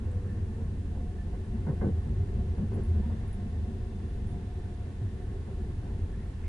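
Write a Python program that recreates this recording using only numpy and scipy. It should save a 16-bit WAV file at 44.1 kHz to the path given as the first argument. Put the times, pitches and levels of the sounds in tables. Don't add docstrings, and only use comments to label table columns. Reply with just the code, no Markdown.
import sys
import numpy as np
from scipy import signal
from scipy.fft import rfft, irfft
from scipy.io import wavfile
from scipy.ndimage import uniform_filter1d

SR = 44100
rng = np.random.default_rng(int(sys.argv[2]) if len(sys.argv) > 2 else 0)


def put_to_file(sound):
    columns = np.atleast_2d(sound).T
    safe = np.clip(columns, -1, 1)
    whole_steps = np.round(safe * 32767)
    wavfile.write(sys.argv[1], SR, whole_steps.astype(np.int16))


N = 285768
T = np.arange(N) / SR
HZ = np.fft.rfftfreq(N, 1 / SR)

# [t/s, roughness/dB]
TRACK_ROUGHNESS = [(0, 4.5), (.4, 0.5), (.8, 3), (1.3, -1.5), (1.7, 1.5), (2.3, 3), (3.0, 3.5), (3.3, 1),
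                   (3.7, -1), (3.9, -1), (4.4, -1.5), (4.7, -2), (5.3, -1), (5.9, 0), (6.2, -1),
                   (6.48, -5.5)]
# [t/s, level/dB]
SWAY_LEVEL = [(0, -38), (.7, -38.5), (1.3, -37.5), (2, -35), (2.7, -37), (3.2, -36), (3.7, -40.5),
              (4.2, -35), (4.7, -40.5), (5.3, -39), (5.9, -36), (6.48, -39)]
# [t/s, level/dB]
PANEL_LEVEL = [(0, -59), (.5, -59.5), (1.0, -62.5), (1.7, -59.5), (2.7, -60), (2.95, -58.5), (3.25, -58),
               (3.6, -61), (4.1, -60.5), (5.0, -60.5), (6.0, -60), (6.48, -60.5)]
# [f/Hz, density/dB per Hz]
SWAY_SPECTRUM = [(10, -16), (20, -8), (28, -4), (35, -5), (48, 0), (58, -3), (66, -4), (76, -20)]
FRAME_SPECTRUM = [(95, -23), (125, 5.5), (150, -2), (170, -0.5), (225, 1), (245, -6.5), (290, -40)]
FLOOR_SPECTRUM = [(100, -10), (200, -10.5), (260, -1), (330, -4.5), (450, -4), (620, -17), (800, -32.5)]
PANEL_SPECTRUM = [(450, -44), (620, -1.5), (900, -1.5), (1300, -8.5), (1700, -6), (2100, -12.5),
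                  (2400, -16), (3200, -28)]
# [f/Hz, width/Hz, level over the spectrum around it/dB]
BODY_MODES = [(154, 20.4, 3.5), (192.6, 9.8, 7), (223.6, 10.5, 3.5), (278, 32, 3), (860, 14, 4.5),
              (1088, 29, 5), (1376, 18, 5), (1520, 27, 5), (1826, 120, 3.5), (2053, 45, 5.5), (2684, 27, 4),
              (3940, 23, 5)]
# (level on even track/dB, dB gained per dB of roughness)
FRAME_RIDE, FLOOR_RIDE = (-44, 0.65), (-50, 0.47)
FRAME_SWELLS = 0.04, 1.03

# [level on even track/dB, dB gained per dB of roughness]
BOOM_RIDES = (-38, 0.72), (-41, 1.06)
# [t/s, lower boom level/dB, upper boom level/dB, length/s]
BOOM_SURGES = [(0.053, -31, -52, 0.054), (0.361, -41, -34.5, 0.091), (0.777, -44, -38, 0.069),
               (1.62, -36, -30, 0.04), (1.795, -39, -30.5, 0.099), (1.929, -26, -51, 0.04),
               (2.175, -23.5, -28.5, 0.035), (2.462, -33, -34.5, 0.077), (2.688, -44, -34, 0.069),
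               (2.866, -24, -38, 0.13), (3.057, -27, -46, 0.038), (3.526, -34, -55, 0.19),
               (5.0, -34, -30, 0.049), (5.337, -32, -38, 0.026), (5.999, -47, -32, 0.063),
               (6.426, -26, -31.5, 0.029)]
LOWER_BOOM_HZ, UPPER_BOOM_HZ = 80.7, 99.37
BOOM_FLUTTER = 0.023, 2.37
SURGE_RISE_S, SURGE_FALL_S = 0.022, 0.031

# [t/s, underframe drum level/dB, drum f/Hz, thud level/dB,
# clatter level/dB, clack level/dB, length of drum and thud/s]
AXLE_JOLTS = [(0.557, -41.5, 220, -55, -59, -78, 0.068), (0.939, -46, 200.3, -51.5, -57, -69, 0.1),
              (1.158, -50, 209.5, -62, -59, -72, 0.05), (1.323, -50, 155, -50.5, -59, -73, 0.073),
              (1.53, -36.5, 219.2, -54, -80, -80, 0.027), (1.662, -32, 158.1, -39, -48.5, -56.5, 0.075),
              (1.809, -26.5, 206.5, -33.5, -43.5, -51, 0.063),
              (1.866, -30.5, 174.9, -35.5, -59, -65, 0.032), (2.048, -39, 134, -53, -61, -75, 0.087),
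              (2.359, -40.5, 202, -50, -61, -82, 0.07), (2.576, -30.5, 190, -46, -52, -67, 0.024),
              (2.612, -26.5, 208.3, -47, -65, -77, 0.021), (2.712, -42, 215, -45.5, -51, -68, 0.079),
              (2.765, -42.5, 198, -48, -56, -65, 0.065), (2.944, -36, 198, -45, -56, -66, 0.061),
              (3.051, -37, 218.8, -54, -60, -70, 0.039), (3.093, -39, 215.5, -56, -53.5, -72, 0.058),
              (3.436, -39.5, 196, -58, -70, -80, 0.045), (3.671, -39.5, 221, -56, -63, -81, 0.069),
              (3.946, -42, 206.8, -54, -73, -80, 0.041), (4.2, -41, 125.4, -57, -63, -81, 0.056),
              (4.307, -39, 159, -74, -64, -83, 0.1), (5.473, -59, 210, -46, -53.5, -78, 0.027),
              (5.822, -53, 209, -55, -57.5, -69, 0.13)]
# [f/Hz, density/dB per Hz]
THUD_SPECTRUM = [(120, -23), (200, 2.5), (300, 11.5), (400, 11.5), (520, 9.5), (650, -6.5)]
CLATTER_SPECTRUM = [(400, -31), (580, 1), (900, 0), (1100, -6), (1300, -12), (1700, -25)]
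CLACK_SPECTRUM = [(1000, -40), (1300, -11), (1550, -1), (1800, -6), (2100, -7.5), (2400, -34), (3200, -68)]
# [f/Hz, width/Hz, level relative to the part/dB]
JOLT_NOTES = [(383.6, 51.2, -8.5), (711, 85.6, -9), (1530, 170, -4)]
DRUM_NOTE = 34, 0.089

# [t/s, lower hum level/dB, upper hum level/dB]
HUM_LEVELS = [(0, -56, -67.5), (.8, -56, -70.5), (1.02, -57.5, -59.5), (1.25, -55, -64.5),
              (1.55, -50.5, -67.5), (1.85, -53, -59), (2.15, -48.5, -69), (2.38, -47.5, -56.5),
              (2.6, -57, -67), (2.78, -45, -66), (3.1, -59, -63), (3.7, -52.5, -58), (4.0, -56.5, -67),
              (4.4, -53, -60), (4.98, -58, -66), (5.23, -48.5, -63.5), (5.6, -51.5, -67),
              (6.0, -54.5, -65.5), (6.48, -59, -73)]
LOWER_HUM_HZ, UPPER_HUM_HZ = 375, 714
HUM_FLUTTER = 0.04, 1

# [t/s, level/dB]
SINGING_LEVEL = [(0, -77), (.45, -74), (.9, -75), (1.4, -76), (2.0, -74), (2.85, -81), (3.0, -70),
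                 (3.3, -75), (3.6, -76), (4.9, -75), (5.2, -73), (5.6, -79), (6.0, -76), (6.48, -73)]
SINGING_HZ, SINGING_WIDTH_HZ = 1763, 170

# [t/s, rush level/dB, whistle level/dB]
AIR_LEVELS = [(0, -68, -96), (2.7, -66, -91), (3.05, -65.5, -76), (3.5, -66.5, -82), (4.7, -66.5, -80),
              (5.2, -67, -83), (6.48, -66.5, -88)]
# [f/Hz, density/dB per Hz]
AIR_SPECTRUM = [(1000, -36), (2000, -6.5), (2700, -1.5), (4000, -5.5), (5000, -9), (7000, -23),
                (11500, -33)]
WHISTLE_HZ = 3550

# [t/s, level/dB, f/Hz, width/Hz, length/s, noise over tone]
FITTING_PINGS = [(.282, -62.5, 1765, 40, 0.04, .3), (1.17, -59.5, 1750, 60, 0.046, 0.92),
                 (3.026, -55.5, 948.4, 35, 0.036, 0.28), (6.112, -64, 1750, 220, 0.044, 2.5),
                 (6.182, -65.5, 1840, 220, 0.055, 2.5), (6.431, -60, 2160, 500, .08, 2.1)]
# [t/s, peak level/dB, f/Hz, left minus right/dB, rattle level/dB, rattle length/s]
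THIN_TICKS = [(.1136, -57, 8050, -1.5, -72, 0.017), (2.738, -60, 10300, -3, -66, 0.023),
              (2.835, -50.5, 10100, -7, -71, 0.054), (3.277, -54, 10100, -6, -71, .02),
              (3.328, -49, 10030, -6, -68, 0.028), (4.272, -57, 9620, -2.5, -70, 0.053),
              (4.635, -68, 9600, -2.5, -77, .03)]
# [t/s, level/dB, f/Hz]
WHINE_GLIDE = [(0, -79, 513), (.1, -54, 497), (.3, -55.5, 477), (.45, -69, 462), (.6, -51, 451),
               (.75, -69, 458), (1.0, -65, 435), (1.2, -80, 425)]

# [f/Hz, left-right coherence]
COHERENCE = [(40, 0.99), (90, 1), (180, 0.99), (350, 1), (800, 0.62), (1600, 0.21), (3000, 0.093),
             (11000, 0.19)]
# [f/Hz, phase by which left leads/rad]
LEFT_LEAD = [(60, 0), (180, 0.2), (350, 0.49), (600, 0.79), (1800, 1), (2800, 0), (4000, 0)]
# [f/Hz, left minus right/dB]
LEFT_TILT = [(60, 0.1), (800, 0.3), (1500, -1.1), (11000, -0.5)]
# [f/Hz, density/dB per Hz]
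HISS_SPECTRUM = [(1500, -17), (4000, -11), (6000, -1), (11500, -3)]
HISS_DB, BAND_EDGE_HZ = -67.5, 11050


def rolling():
    contact = unevenness(0.035, 1.3)
    sway = gain_of(curves(SWAY_LEVEL)[0]) * carriage(SWAY_SPECTRUM, 1)
    frame_drive = ridden(FRAME_RIDE) * contact ** 0.46 * evened(unevenness(*FRAME_SWELLS))
    panel_drive = gain_of(curves(PANEL_LEVEL)[0]) * contact ** 0.47
    frame = carriage(FRAME_SPECTRUM, frame_drive)
    floor = carriage(FLOOR_SPECTRUM, ridden(FLOOR_RIDE) * contact)
    panels = carriage(PANEL_SPECTRUM, panel_drive)
    return sway + frame + floor + panels


def boom():
    lower = wavering(LOWER_BOOM_HZ, 4.48, 0.0604, 26, 0.21, 0.064)
    upper = wavering(UPPER_BOOM_HZ, 7.11, 0.0397, 21.3, 0.68, 0.046)
    out = 0
    for k, tone in enumerate((lower, upper)):
        surges = 0
        for row in BOOM_SURGES:
            envelope = burst(row[0], row[-1], rise=SURGE_RISE_S, fall=SURGE_FALL_S)
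            surges = surges + gain_of(row[1 + k]) * envelope
        steady = ridden(BOOM_RIDES[k]) * evened(unevenness(*BOOM_FLUTTER))
        out = out + tone * np.hypot(steady, surges)
    return out


def jolts():
    drum, thud, clatter, clack = np.zeros((4, N))
    for s, drum_db, _, thud_db, clatter_db, clack_db, length in AXLE_JOLTS:
        drum += gain_of(drum_db) * burst(s, length, rise=0.025, fall=0.014)
        thud += gain_of(thud_db) * burst(s, length, rise=0.022, fall=0.014)
        clatter += gain_of(clatter_db) * burst(s, 0.65 * length, rise=0.007, fall=0.022)
        clack += gain_of(clack_db) * burst(s, 0.5 * length, rise=0.008, fall=0.02)
    starts, _, pitches = np.transpose(AXLE_JOLTS)[:3]
    drum_hz = pitches[np.maximum(np.searchsorted(starts, T) - 1, 0)]
    spectra = FRAME_SPECTRUM, THUD_SPECTRUM, CLATTER_SPECTRUM, CLACK_SPECTRUM
    notes = [(drum_hz, *DRUM_NOTE), *JOLT_NOTES]
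    out = 0
    for spectrum, shake, (hz, width, db) in zip(spectra, (drum, thud, clatter, clack), notes):
        noise = carriage(spectrum, 1)
        note = gain_of(db) * wavering(hz, 0.2 * width, 0.02, width, 0.6, 0.13)
        out = out + shake * (noise + note)
    return out


def hums():
    lower_db, upper_db = curves(HUM_LEVELS)
    lower = wavering(LOWER_HUM_HZ, 9, 0.03, 40, 2.5, 0.15) * evened(unevenness(*HUM_FLUTTER))
    upper = wavering(UPPER_HUM_HZ, 8, 0.03, 36, 1.8, 0.35) * evened(unevenness(*HUM_FLUTTER))
    return gain_of(lower_db) * lower + gain_of(upper_db) * upper


def singing():
    tone = wavering(SINGING_HZ, 15, 0.03, SINGING_WIDTH_HZ, 3, 0.8)
    return gain_of(curves(SINGING_LEVEL)[0]) * tone


def air():
    rush_db, whistle_db = curves(AIR_LEVELS)
    rush = carriage(AIR_SPECTRUM, gain_of(rush_db))
    whistle = wavering(WHISTLE_HZ, 22, 0.031, 60, 2.0, 0.8)
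    return rush + gain_of(whistle_db) * whistle


def pings():
    out = 0
    for s, db, hz, width, length, fuzz in FITTING_PINGS:
        ring = wavering(hz, 0.116 * width, 0.0088, width, fuzz, 0.46)
        out = out + gain_of(db) * burst(s, length, fall=0.0063) * ring
    return out


def ticks(width=1300, gap_s=0.0015):
    out = np.zeros((2, N))
    for s, db, hz, pan_db, rattle_db, length in THIN_TICKS:
        click = 0
        for at in (s + 0.0011, s + 0.00098 + gap_s):
            u = T - at
            click = click + np.exp(-(u / 0.00027) ** 2) * np.cos(2 * np.pi * hz * u)
        rattle = evened(noise_band(hz, width))
        rattle = gain_of(rattle_db) * burst(s, length, rise=0.0031, fall=0.012) * rattle
        pan = gain_of([[pan_db / 2], [-pan_db / 2]])
        out += (gain_of(db) * click + rattle) * pan
    return out


def whine():
    level_db, hz = curves(WHINE_GLIDE)
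    tone = evened(np.sin(2 * np.pi * np.cumsum(hz) / SR))
    fuzz = evened(resonate(rng.standard_normal(N), hz, 31))
    return gain_of(level_db) * (tone + 0.5 * fuzz) * (T < WHINE_GLIDE[-1][0])


def carriage(spectrum, drive):
    ringing = sum((gain_of(db) - 1) / (1 + 2j * (HZ - hz) / width) for hz, width, db in BODY_MODES)
    response = gain_of(read(spectrum)) * (1 + ringing)
    response /= np.maximum(HZ / spectrum[-1][0], 1) ** 8
    response /= np.sqrt(np.mean(abs(response) ** 2))
    left, other = rfft(rng.standard_normal((2, N)) * drive)
    same = np.clip(read(COHERENCE), 0, 1)
    right = same * left + np.sqrt(1 - same ** 2) * other
    right = right * np.exp(-1j * read(LEFT_LEAD))
    tilt = gain_of(read(LEFT_TILT) / 2)
    return irfft(np.array([left * tilt, right / tilt]) * response, N)


def wavering(hz, wander_hz, slow_s, width, fuzz, apart):
    wander = wander_hz * evened(slow_noise(slow_s))
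    tone = evened(np.sin(2 * np.pi * np.cumsum(hz + wander) / SR))
    skirt, side = evened(noise_band(hz, width))
    return evened(tone + fuzz * skirt) + apart * side * np.array([[1], [-1]])


def unevenness(width_s, depth_db):
    return gain_of(depth_db * evened(slow_noise(width_s)))


def slow_noise(width_s):
    size = max(int(width_s * SR), 1)
    return uniform_filter1d(uniform_filter1d(rng.standard_normal(N), size), size)


def noise_band(hz, width):
    return resonate(resonate(rng.standard_normal((2, N)), hz, width), hz, width)


def resonate(x, hz, width):
    turn = np.exp(2j * np.pi * np.cumsum(hz * np.ones(N)) / SR)
    r = np.exp(-np.pi * width / SR)
    return 2 * (turn * signal.lfilter([1 - r], [1, -r], x / turn)).real


def burst(s, length, rise=0.014, fall=0.02):
    out = np.zeros(N)
    span = slice(int(s * SR), int((s + length + 12 * fall) * SR))
    u = T[span] - s
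    sag = 1 - 0.31 * np.clip(u / length, 0, 1)
    out[span] = np.clip(u / rise, 0, 1) * sag * np.exp(-np.maximum(u - length, 0) / fall)
    return out


def ridden(level):
    level_db, share = level
    return gain_of(level_db + share * curves(TRACK_ROUGHNESS)[0])


def read(points):
    f, value = np.transpose(points)
    return np.interp(np.log(HZ + 1), np.log(f + 1), value)


def curves(rows):
    s, *columns = np.transpose(rows)
    return [np.interp(T, s, c) for c in columns]


def gain_of(db):
    return 10 ** (np.asarray(db) / 20)


def evened(x):
    return x / np.sqrt(np.mean(x ** 2) + 1e-20)


def scene():
    return boom() + hums() + singing() + rolling() + air() + jolts() + pings() + ticks() + whine()


def record(dry):
    hiss = irfft(rfft(rng.standard_normal((2, N))) * gain_of(read(HISS_SPECTRUM)), N)
    part_shared = evened(hiss + 0.1 * hiss[::-1])
    wet = dry + gain_of(HISS_DB) * part_shared * gain_of([[-0.4], [0.4]])
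    low_pass = signal.firwin(1023, BAND_EDGE_HZ, window=("kaiser", 9), fs=SR)
    return signal.oaconvolve(wet, low_pass[None], "same")


dry = scene()
out = record(dry)
put_to_file(out)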